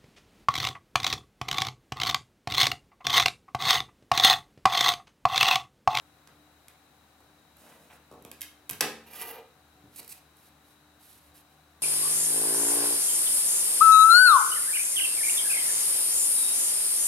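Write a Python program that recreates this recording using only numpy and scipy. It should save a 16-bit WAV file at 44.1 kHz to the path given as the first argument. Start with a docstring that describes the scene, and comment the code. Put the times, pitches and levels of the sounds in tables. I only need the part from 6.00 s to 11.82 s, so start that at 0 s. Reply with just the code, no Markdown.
"""A small stereo microphone close to a cutting mat, in a lightly echoing room with a fan humming to the left.
After a few light taps a utility knife is drawn along a steel ruler, parting the fibres of a paper sheet.
It bumps off the edge, blade and handle clicking, and is put down at 2.8 s with a knock that rings the table.
The ruler is slid aside, rubbing and juddering. From about 3.9 s the sheet is lifted and bent over:
it snaps free twice, crackles, and rustles under the fingers."""
import sys
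import numpy as np
from scipy import signal
from scipy.fft import rfft, irfft
from scipy.io import wavfile

SR = 44100
rng = np.random.default_rng(int(sys.argv[2]) if len(sys.argv) > 2 else 0)


def put_to_file(sound):
    """Save the sound as 16-bit audio at rate SR, in the file named by the first command-line argument."""
    columns = np.atleast_2d(sound).T  # one column per channel
    safe = np.clip(columns, -1, 1)
    whole_steps = np.round(safe * 32767)
    wavfile.write(sys.argv[1], SR, whole_steps.astype(np.int16))


N = 256662
T = np.arange(N) / SR
F = np.fft.rfftfreq(2 * N, 1 / SR)

# room tone, the fan's rush of air: (frequency [Hz], relative level [dB])
FAN_AIR = [(20, -34), (50, -10), (80, -3), (110, -2), (190, -2.5), (270, -2), (400, -6), (800, -5),
           (1500, -5.5), (2000, -10.5), (2800, -13), (4700, -18), (13000, -18), (16000, -20.5)]
# fan and motor lines: (frequency [Hz], level [dB])
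FAN_HUM = [(75.2, -71.5), (107.7, -105), (149.5, -75), (297, -73)]
# the fan's whine: (frequency [Hz], width [Hz], relative level [dB])
FAN_WHINE = [(747, 36, 0.5), (3859, 76, -4), (3994, 84, -10.5)]
# wall echoes: (frequency [Hz], relative level [dB], t60 [s])
ROOM_ECHO = [(60, -12, 0.42), (202, 3.5, 0.66), (400, 3, 0.46), (1200, 0.5, 0.44), (2500, -1, 0.42),
             (5500, -7, 0.39), (10000, -9.5, 0.32), (16000, -9.5, 0.27)]
# microphone ports: (frequency [Hz], left minus right [dB], left lead [rad])
MIC_PORTS = [(100, 0, 0.056), (550, 1.5, 0.17), (1100, 0.5, 0.65), (2190, -3, 0.3), (4500, -3, 0.9),
             (7500, -0.5, 0.74), (10300, -6, 0.9), (13000, -9.5, 1.8), (15700, 9, 1.9)]

# rustle of the sheet: (frequency [Hz], relative level [dB])
PAPER_SPECTRUM = [(30, -40), (200, -15), (900, -22), (1700, -16), (3300, -11), (5200, -7), (7000, -3.5),
                  (8500, 1.5), (10500, 2.5), (12300, 4), (14000, 1), (16000, -6.5)]
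# resonances of the curved sheet: (frequency [Hz], width [Hz], relative level [dB])
FLEX_MODES = [(2400, 270, 1), (2540, 200, -4), (4230, 610, -0.5)]
# the sheet slips until it snaps free: (time [s], length [s], snap level [dB], flex re snap [dB])
SHEET_SLIPS = [(3.961, 0.0403, -42.5, -7.5), (4.089, .039, -42, -11.5)]
# crackles of the bending sheet: (time [s], level [dB])
SHEET_CRACKLES = [(3.96, -43), (4.030, -47.5), (4.046, -50), (4.078, -41), (4.093, -52), (4.123, -46),
                  (4.179, -51), (4.369, -56)]
# fingers brushing the sheet: (time [s], length [s], level [dB])
FINGER_BRUSHES = [(3.906, 0.21, -57.5), (4.108, .09, -59), (4.349, 0.077, -64.5), (4.408, 0.093, -61.5),
                  (4.618, 0.16, -67.5), (4.991, 0.095, -60), (5.05, 0.15, -58.5), (5.174, 0.15, -66),
                  (5.336, 0.085, -58), (5.48, 0.082, -70), (5.804, .06, -58.5)]
# skin on paper: (frequency [Hz], relative level [dB])
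SKIN_SPECTRUM = [(30, -40), (900, -28), (2500, -4), (4500, -1.5), (7000, -4), (9500, 1.5), (12300, 4.5),
                 (14000, -1), (16000, -5)]

# the hand's push on the ruler: (time [s], sliding effort [dB])
RULER_PUSH = [(3.05, -64), (3.084, -58.5), (3.1, -65), (3.114, -52.5), (3.218, -43), (3.252, -47),
              (3.298, -46), (3.388, -62), (3.43, -87)]
# steel rubbing on paper: (frequency [Hz], relative level [dB])
RUB_SPECTRUM = [(30, -30), (130, 2), (250, 3), (1000, 1), (3000, 10), (3800, 5.5), (5100, 6.5), (7000, 3.5),
                (10000, 3), (16000, -23)]
# the ruler's low, upper and edge resonances: (frequency [Hz], width [Hz], relative level [dB])
JUDDER_MODES = [(455, 28, 1), (513, 28, 1.5), (600, 53, -12), (742, 23, 1.5), (826, 62, -3.5),
                (906, 55, -3)]
UPPER_MODES = [(1198, 44, 2.5), (1590, 180, -7), (1958, 27, 2), (2380, 31, 4), (2590, 58, -20),
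               (2760, 73, -1.5)]
EDGE_MODES = [(10510, 46, -9), (11050, 67, -4), (11480, 120, -2), (11900, 230, -6), (12270, 40, -14),
              (12550, 140, -4), (13700, 440, -8), (14400, 450, -15), (15300, 500, -17)]
# each voice of the ruler: (level at full push [dB], slope [dB per dB of push], gain on the mat [dB])
JUDDER_LAW = (-55.5, .25, 6.9)
UPPER_LAW = (-52.5, 0.58, 2.3)
RUB_LAW = (-46, 1.06, -6)
EDGE_LAW = (-42, 1.03, 0)

# blade, handle and fingers hit the mat: (time [s], level [dB], tilt [dB/octave], chatter t60 [s])
MAT_BLOWS = [(1.205, -50, 2.5, .01), (2.114, -40, 0.5, .33), (2.219, -49, -6, .02), (2.250, -40, -1, 0.1),
             (2.315, -47.5, -3, .02), (2.694, -35, 4.5, .01), (2.710, -42, -12, 0.18),
             (2.8105, -25, 0, .02), (2.838, -32, 2.5, 0.053), (3.756, -53, -9, .01),
             (3.841, -47.5, -9, 0.18), (3.993, -45, 0, .02)]
# dull knock of the mat: (frequency [Hz], relative level [dB])
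KNOCK_SPECTRUM = [(25, -47), (70, -27), (135, 0.5), (230, -1.5), (500, 0.5), (800, -5), (1200, -5),
                  (1800, -35), (3500, -27), (12000, -29.5)]
# the table under the mat: (frequency [Hz], relative level [dB], t60 [s])
TABLE_MODES = [(140.4, -2.5, 0.3), (180.7, -13, 0.66), (224.6, -4, 0.84), (298.5, 2.5, 0.53),
               (351, -3, 0.3), (419, 3.5, 0.42), (484, -1.5, 0.46), (745, -9, 0.32), (834, -3, 0.37),
               (1210, 1, 0.26), (1500, -8, 0.25), (1620, -7, 0.41), (1672, -8, 0.52), (1803, -4, 0.54),
               (2321, 0, 0.36), (2570, 2, 0.38), (2660, -5, .28), (2660, -2, 0.39), (2870, -10, 0.26)]

# knife contacts: (time [s], level [dB], tilt [dB/octave], handle's share [0-1], base t60 [s])
KNIFE_CONTACTS = [(0.274, -41, -5.5, 1, 0.014), (0.683, -35.5, -1.5, 0.74, .012),
                  (1.569, -48, 12, .1, 0.0073), (2.224, -43, 6, .2, .009), (2.250, -32.5, 1, .2, 0.0064),
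                  (2.315, -28.5, -.5, 0.33, 0.013), (2.409, -29.5, 3, 0, 0.013),
                  (2.417, -20.5, 2, 0.26, 0.012), (2.427, -32.5, 0, 0, 0.023), (2.694, -23, 3, .2, 0.018),
                  (2.699, -18.5, 1.5, 0.3, 0.0051), (2.71, -23, 13, 0.9, 0.0069),
                  (2.732, -30.5, -2, 0.7, 0.019), (2.8076, -10, -2.5, 1, 0.023),
                  (2.8103, -18, -5.5, 0.8, 0.018), (2.8114, -15, -1, 0.97, 0.015)]
# crack of a contact: (frequency [Hz], relative level [dB])
CRACK_SPECTRUM = [(40, -59), (200, -21.5), (1000, -10), (1600, -5.5), (2500, -5.5), (4300, -2), (6000, -1),
                  (8500, 0.5), (11000, 5.5), (13000, 1), (16000, -5)]
# blade rattling in its steel guide: (frequency [Hz], relative level [dB], ring time [x base t60])
BLADE_MODES = [(1600, -14, 2.5), (2198, -8.5, 2.4), (2557, -6, 1.5), (3180, -5, 1.9), (3670, -8.5, 2.5),
               (5950, -13.5, 1.1), (6960, -13, 2.7), (8660, -5, 0.55), (11780, 3.5, 0.63), (13400, -1, 1)]
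# hollow plastic handle: (frequency [Hz], relative level [dB], ring time [x base t60])
HANDLE_MODES = [(1580, -12, 0.77), (1656, -13.5, 2.1), (2530, -15, 1.7), (4890, -3, 0.73),
                (5930, 5.5, 0.54), (7770, -2.5, 1.1), (9860, -1.5, 1), (10500, -10, 1.2), (11800, -6, 2.6)]
# pulls of the blade through the sheet: (time [s], length [s], fibre hiss [dB], rasp [dB])
BLADE_PULLS = [(1.558, .22, -60, -61.5), (1.748, 0.16, -65.5, -71), (1.896, 0.082, -61, -55.5)]
# parting fibres, blade on ruler, tip in the mat: (frequency [Hz], relative level [dB])
FIBRE_SPECTRUM = [(40, -37), (1000, -7), (3000, -2.5), (5000, -0.5), (8500, 1), (11500, 2.5), (16000, -1.5)]
RASP_SPECTRUM = [(40, -40), (500, -6), (900, 4.5), (1200, -1), (1700, -1.5), (2100, -3), (2650, -2),
                 (3300, -6.5), (5000, -28)]
DRAG_SPECTRUM = [(30, -35), (110, -9), (220, 8.5), (380, -5), (550, 6), (750, -3), (1200, -26), (4000, -33)]


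def amp(db):
    """Decibels to gain."""
    return 10 ** (np.asarray(db) / 20)


def unit(x):
    """Scale to rms 1."""
    return x / np.sqrt(np.mean(x ** 2))


def over_hz(table, f=F):
    """Each column of a table, joined on a log-frequency axis."""
    hz, *columns = np.transpose(table)
    return [np.interp(np.log(f + 1), np.log(hz), c) for c in columns]


def through(x, response):
    """Filter by a frequency response."""
    return irfft(rfft(x, 2 * N) * response)[..., :N]


def colour(x, points, tilt_db=0):
    """Filter by a (Hz, dB) curve, tilted per octave, at rms 1."""
    f = np.fft.rfftfreq(x.shape[-1], 1 / SR)
    gain_db, = over_hz([(hz, db + tilt_db * np.log2(hz)) for hz, db in points], f)
    return unit(irfft(rfft(x) * amp(gain_db), x.shape[-1]))


def resonate(x, modes):
    """Ring (Hz, width, dB) resonances, at rms 1."""
    response = sum(amp(db) * 1j * F * w / (hz ** 2 - F ** 2 + 1j * F * w) for hz, w, db in modes)
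    return unit(through(x, response))


def fade(t, t60):
    """Exponential decay, 60 dB down at t60."""
    return np.exp(-np.log(1000) * t / t60)


def add(track, s, x):
    """Mix a short sound in at time s."""
    i = int(s * SR)
    track[i:i + len(x)] += x[:N - i]


def walk(rate):
    """Slow random wander, spread near 1."""
    knots = rng.standard_normal(1024)
    return np.interp(T * rate, np.arange(len(knots)), knots)


def friction(rate, spread_db, uneven_db):
    """Stick-slip: dense tiny releases of unequal size that come in surges."""
    hit = rng.random(N) < rate / SR
    size = rng.standard_normal(N) * amp(spread_db * np.minimum(rng.exponential(size=N), 5))
    return unit(hit * size * amp(uneven_db * walk(90)))


def diffuse(size, alike_hz):
    """Stereo noise from all around: alike in the bass, unrelated in the treble."""
    mid, side = rfft(rng.standard_normal((2, size)))
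    alike = .97 / (1 + (np.fft.rfftfreq(size, 1 / SR) / alike_hz) ** 2)
    pair = mid * np.sqrt(1 + alike) + np.array([[1], [-1]]) * side * np.sqrt(1 - alike)
    return irfft(pair, size) / np.sqrt(2)


def burst(points, tilt_db, t60):
    """A decaying crackle with a smooth (Hz, dB) spectrum, at peak 1."""
    t = T[:SR // 2]
    x = rng.standard_normal(len(t))
    for _ in range(3):  # even out the chance ripple of its spectrum
        bins = rfft(x * fade(t, t60))
        x = colour(irfft(bins / np.abs(bins), len(t)), points, tilt_db)
    x *= np.clip((t[-1] - t) / .1 - 1, 0, 1)
    return x / np.abs(x).max()


def stroke(s, length):
    """One stroke of the hand: from rest, over a broad top, to rest again."""
    u = np.clip((T - s) / length, 0, 1)
    return (4 * u * (1 - u)) ** .75


def fan():
    """Room tone: a steady rush of air and a narrow whine off to the left, over a wavering hum."""
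    air = amp(-62) * colour(diffuse(N, alike_hz=1480), FAN_AIR)
    hum = np.zeros(N)
    for hz, db in FAN_HUM:
        peak = np.sqrt(2) * amp(db + 3.4 * walk(7))
        waver = .71 * np.sqrt(hz / 75) * walk(5.3)
        hum += peak * np.sin(2 * np.pi * hz * T + waver)
    whine = amp(-70) * resonate(diffuse(N, alike_hz=2960), FAN_WHINE)
    left_db, = over_hz([(120, 2.9), (500, 4.7), (4000, 4.6), (8000, .5)])
    return through(air + whine, amp(np.array([[.5], [-.5]]) * left_db)) + hum


def room(x):
    """Wall echoes reach the microphone a few milliseconds late and die sooner in the treble."""
    size = SR // 2
    f, t, cells = signal.stft(diffuse(size, alike_hz=3200), SR, nperseg=256)
    db, t60 = (c[:, None] for c in over_hz(ROOM_ECHO, f))
    decay = fade(t, t60) * np.sqrt(2 * np.log(1000) / (t60 * SR))  # same energy at any t60
    tail = signal.istft(cells * amp(db) * decay, SR)[1][:, :size]
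    onset = np.clip((T[:size] - .005) / .0063, 0, 1)
    return signal.fftconvolve(x[None], 1.22 * tail * onset, axes=1)[:, :N]


def microphone(x):
    """The two ports pick up the close sound with different level and delay."""
    pan_db, lead = over_hz(MIC_PORTS)
    side = np.array([[.5], [-.5]])
    return through(x, amp(side * pan_db) * np.exp(1j * side * lead))


def paper_lift():
    """The sheet slips and snaps free, ringing its curve; it crackles and fingers brush it as it bends."""
    slip_rise, flex_rise = 210, 300  # dB/s; the flex rises on top of the slip
    slip, flex, age = np.zeros(N), np.zeros(N), T[:SR // 8]
    for s, length, db, flex_db in SHEET_SLIPS:
        to_snap = np.maximum(length - age, 0)
        swell = amp(db - slip_rise * to_snap) * (1 - fade(age, .0056))
        push = swell * fade(np.maximum(age - length, 0), t60=.023)
        add(slip, s, push)
        add(flex, s, amp(flex_db - flex_rise * to_snap) * push)
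    for s, db in SHEET_CRACKLES:
        push = amp(db) * fade(age, t60=.019)
        add(slip, s, push)
        add(flex, s, amp(-17) * push)
    grit = friction(rate=24000, spread_db=-.8, uneven_db=1.6)
    touch = sum(amp(db) * stroke(s, length) for s, length, db in FINGER_BRUSHES)
    fingers = touch * colour(friction(rate=18000, spread_db=2.5, uneven_db=1.5), SKIN_SPECTRUM)
    return slip * colour(grit, PAPER_SPECTRUM) + flex * resonate(grit, FLEX_MODES) + fingers


def ruler_gain(law):
    """Gain of one voice of the ruler, from the push and from how far it lies on the grippy mat."""
    db, slope, mat_db = law
    full_push_db, mat_from_s, crossing_s = -43.5, 3.154, .19
    times, effort_db = np.transpose(RULER_PUSH)
    push_db = np.interp(T, times, effort_db) - full_push_db
    on_mat = np.clip((T - mat_from_s) / crossing_s, 0, 1)
    moving = np.clip(np.minimum(T - times[0], times[-1] - T) / .018, 0, 1) ** 2
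    return moving * amp(db + slope * push_db + mat_db * on_mat)


def ruler_slide():
    """The steel strip rubs over paper and judders on the mat, ringing its bending modes and its edge."""
    grip = friction(rate=12000, spread_db=.5, uneven_db=2.1)
    judder = ruler_gain(JUDDER_LAW) * resonate(grip, JUDDER_MODES)
    upper = ruler_gain(UPPER_LAW) * resonate(grip, UPPER_MODES)
    rub = ruler_gain(RUB_LAW) * colour(grip, RUB_SPECTRUM)
    edge = ruler_gain(EDGE_LAW) * resonate(grip, EDGE_MODES)
    return judder + upper + rub + edge


def mat_bumps():
    """Each blow knocks on the mat and rebounds; heavy ones make the table beneath swell into a ring."""
    bounce_s, heavy_db = .011, -25
    knocks, table, t = np.zeros(N), np.zeros(N), T[:SR]
    for s, db, tilt_db, chatter_t60 in MAT_BLOWS:
        rebounds = bounce_s * np.cumsum(rng.uniform(.7, 1.3, size=4))
        for lag in [0, *rebounds]:
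            knock = burst(KNOCK_SPECTRUM, tilt_db, t60=.0636)
            add(knocks, s + lag, amp(db) * fade(lag, chatter_t60) * knock)
        modes = sum(amp(mode_db) * np.sin(2 * np.pi * (hz * t + rng.random())) * fade(t, t60)
                    for hz, mode_db, t60 in TABLE_MODES)
        ring_db = -40.5 + 2.25 * (db - heavy_db)
        add(table, s, amp(ring_db) * modes * (1 - fade(t, .04)))
    return knocks, table


def knife_ring(modes, tilt_db, t60):
    """Short ring of a knife part; each contact detunes it a little."""
    t, ring = T[:SR // 2], 0
    for hz, db, life in modes:
        detuned_hz = hz * (1 + .022 * rng.standard_normal())
        tone = np.sin(2 * np.pi * (detuned_hz * t + rng.random()))
        ring += amp(db + tilt_db * np.log2(hz / 6000)) * tone * fade(t, t60 * life)
    return ring * (1 - fade(t, .0035))


def knife_clicks():
    """Hard contacts crack and ring the blade and handle; gives the direct sound and the room's share."""
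    direct, to_room = np.zeros(N), np.zeros(N)
    for s, db, tilt_db, share, t60 in KNIFE_CONTACTS:
        blade = np.sqrt(1 - share) * knife_ring(BLADE_MODES, tilt_db, t60)
        handle = np.sqrt(share) * knife_ring(HANDLE_MODES, tilt_db, t60)
        crack = burst(CRACK_SPECTRUM, tilt_db, t60 * 1.84)
        add(direct, s, amp(db) * (amp(-8.5) * blade + amp(-10) * handle + crack))
        # the walls hear the knife from all sides, which evens out its resonances
        add(to_room, s, amp(db) * (amp(-8.5) * blade + amp(-15.5) * handle + amp(5) * crack))
    return direct, to_room


def knife_cut():
    """The blade parts paper fibres, rasps along the ruler and drags its tip through the mat."""
    fibres = colour(friction(rate=11000, spread_db=-.5, uneven_db=1), FIBRE_SPECTRUM)
    rasp = colour(friction(rate=4000, spread_db=-1, uneven_db=4), RASP_SPECTRUM)
    drag = amp(-65.5) * colour(friction(rate=1700, spread_db=0, uneven_db=.5), DRAG_SPECTRUM)
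    return sum(stroke(s, length) * (amp(hiss_db) * fibres + amp(rasp_db) * rasp + drag)
               for s, length, hiss_db, rasp_db in BLADE_PULLS)


def scene():
    """The handwork close to the microphone, with the room's echo and the fan behind it."""
    clicks, clicks_to_room = knife_clicks()
    knocks, table = mat_bumps()
    cut, ruler, sheet = knife_cut(), ruler_slide(), paper_lift()
    close = clicks + knocks + table + cut + ruler + sheet
    # what lies flat on the mat throws less sound into the room than the raised sheet
    to_room = clicks_to_room + amp(-1.5) * (knocks + cut) + amp(-4) * ruler + amp(-.5) * sheet
    return microphone(close) + room(to_room) + fan()


def record(dry):
    """The recorder cuts the treble steeply above 15.9 kHz."""
    return signal.sosfilt(signal.ellip(10, .2, 75, 15900, fs=SR, output="sos"), dry)


dry = scene()
out = record(dry)
put_to_file(out)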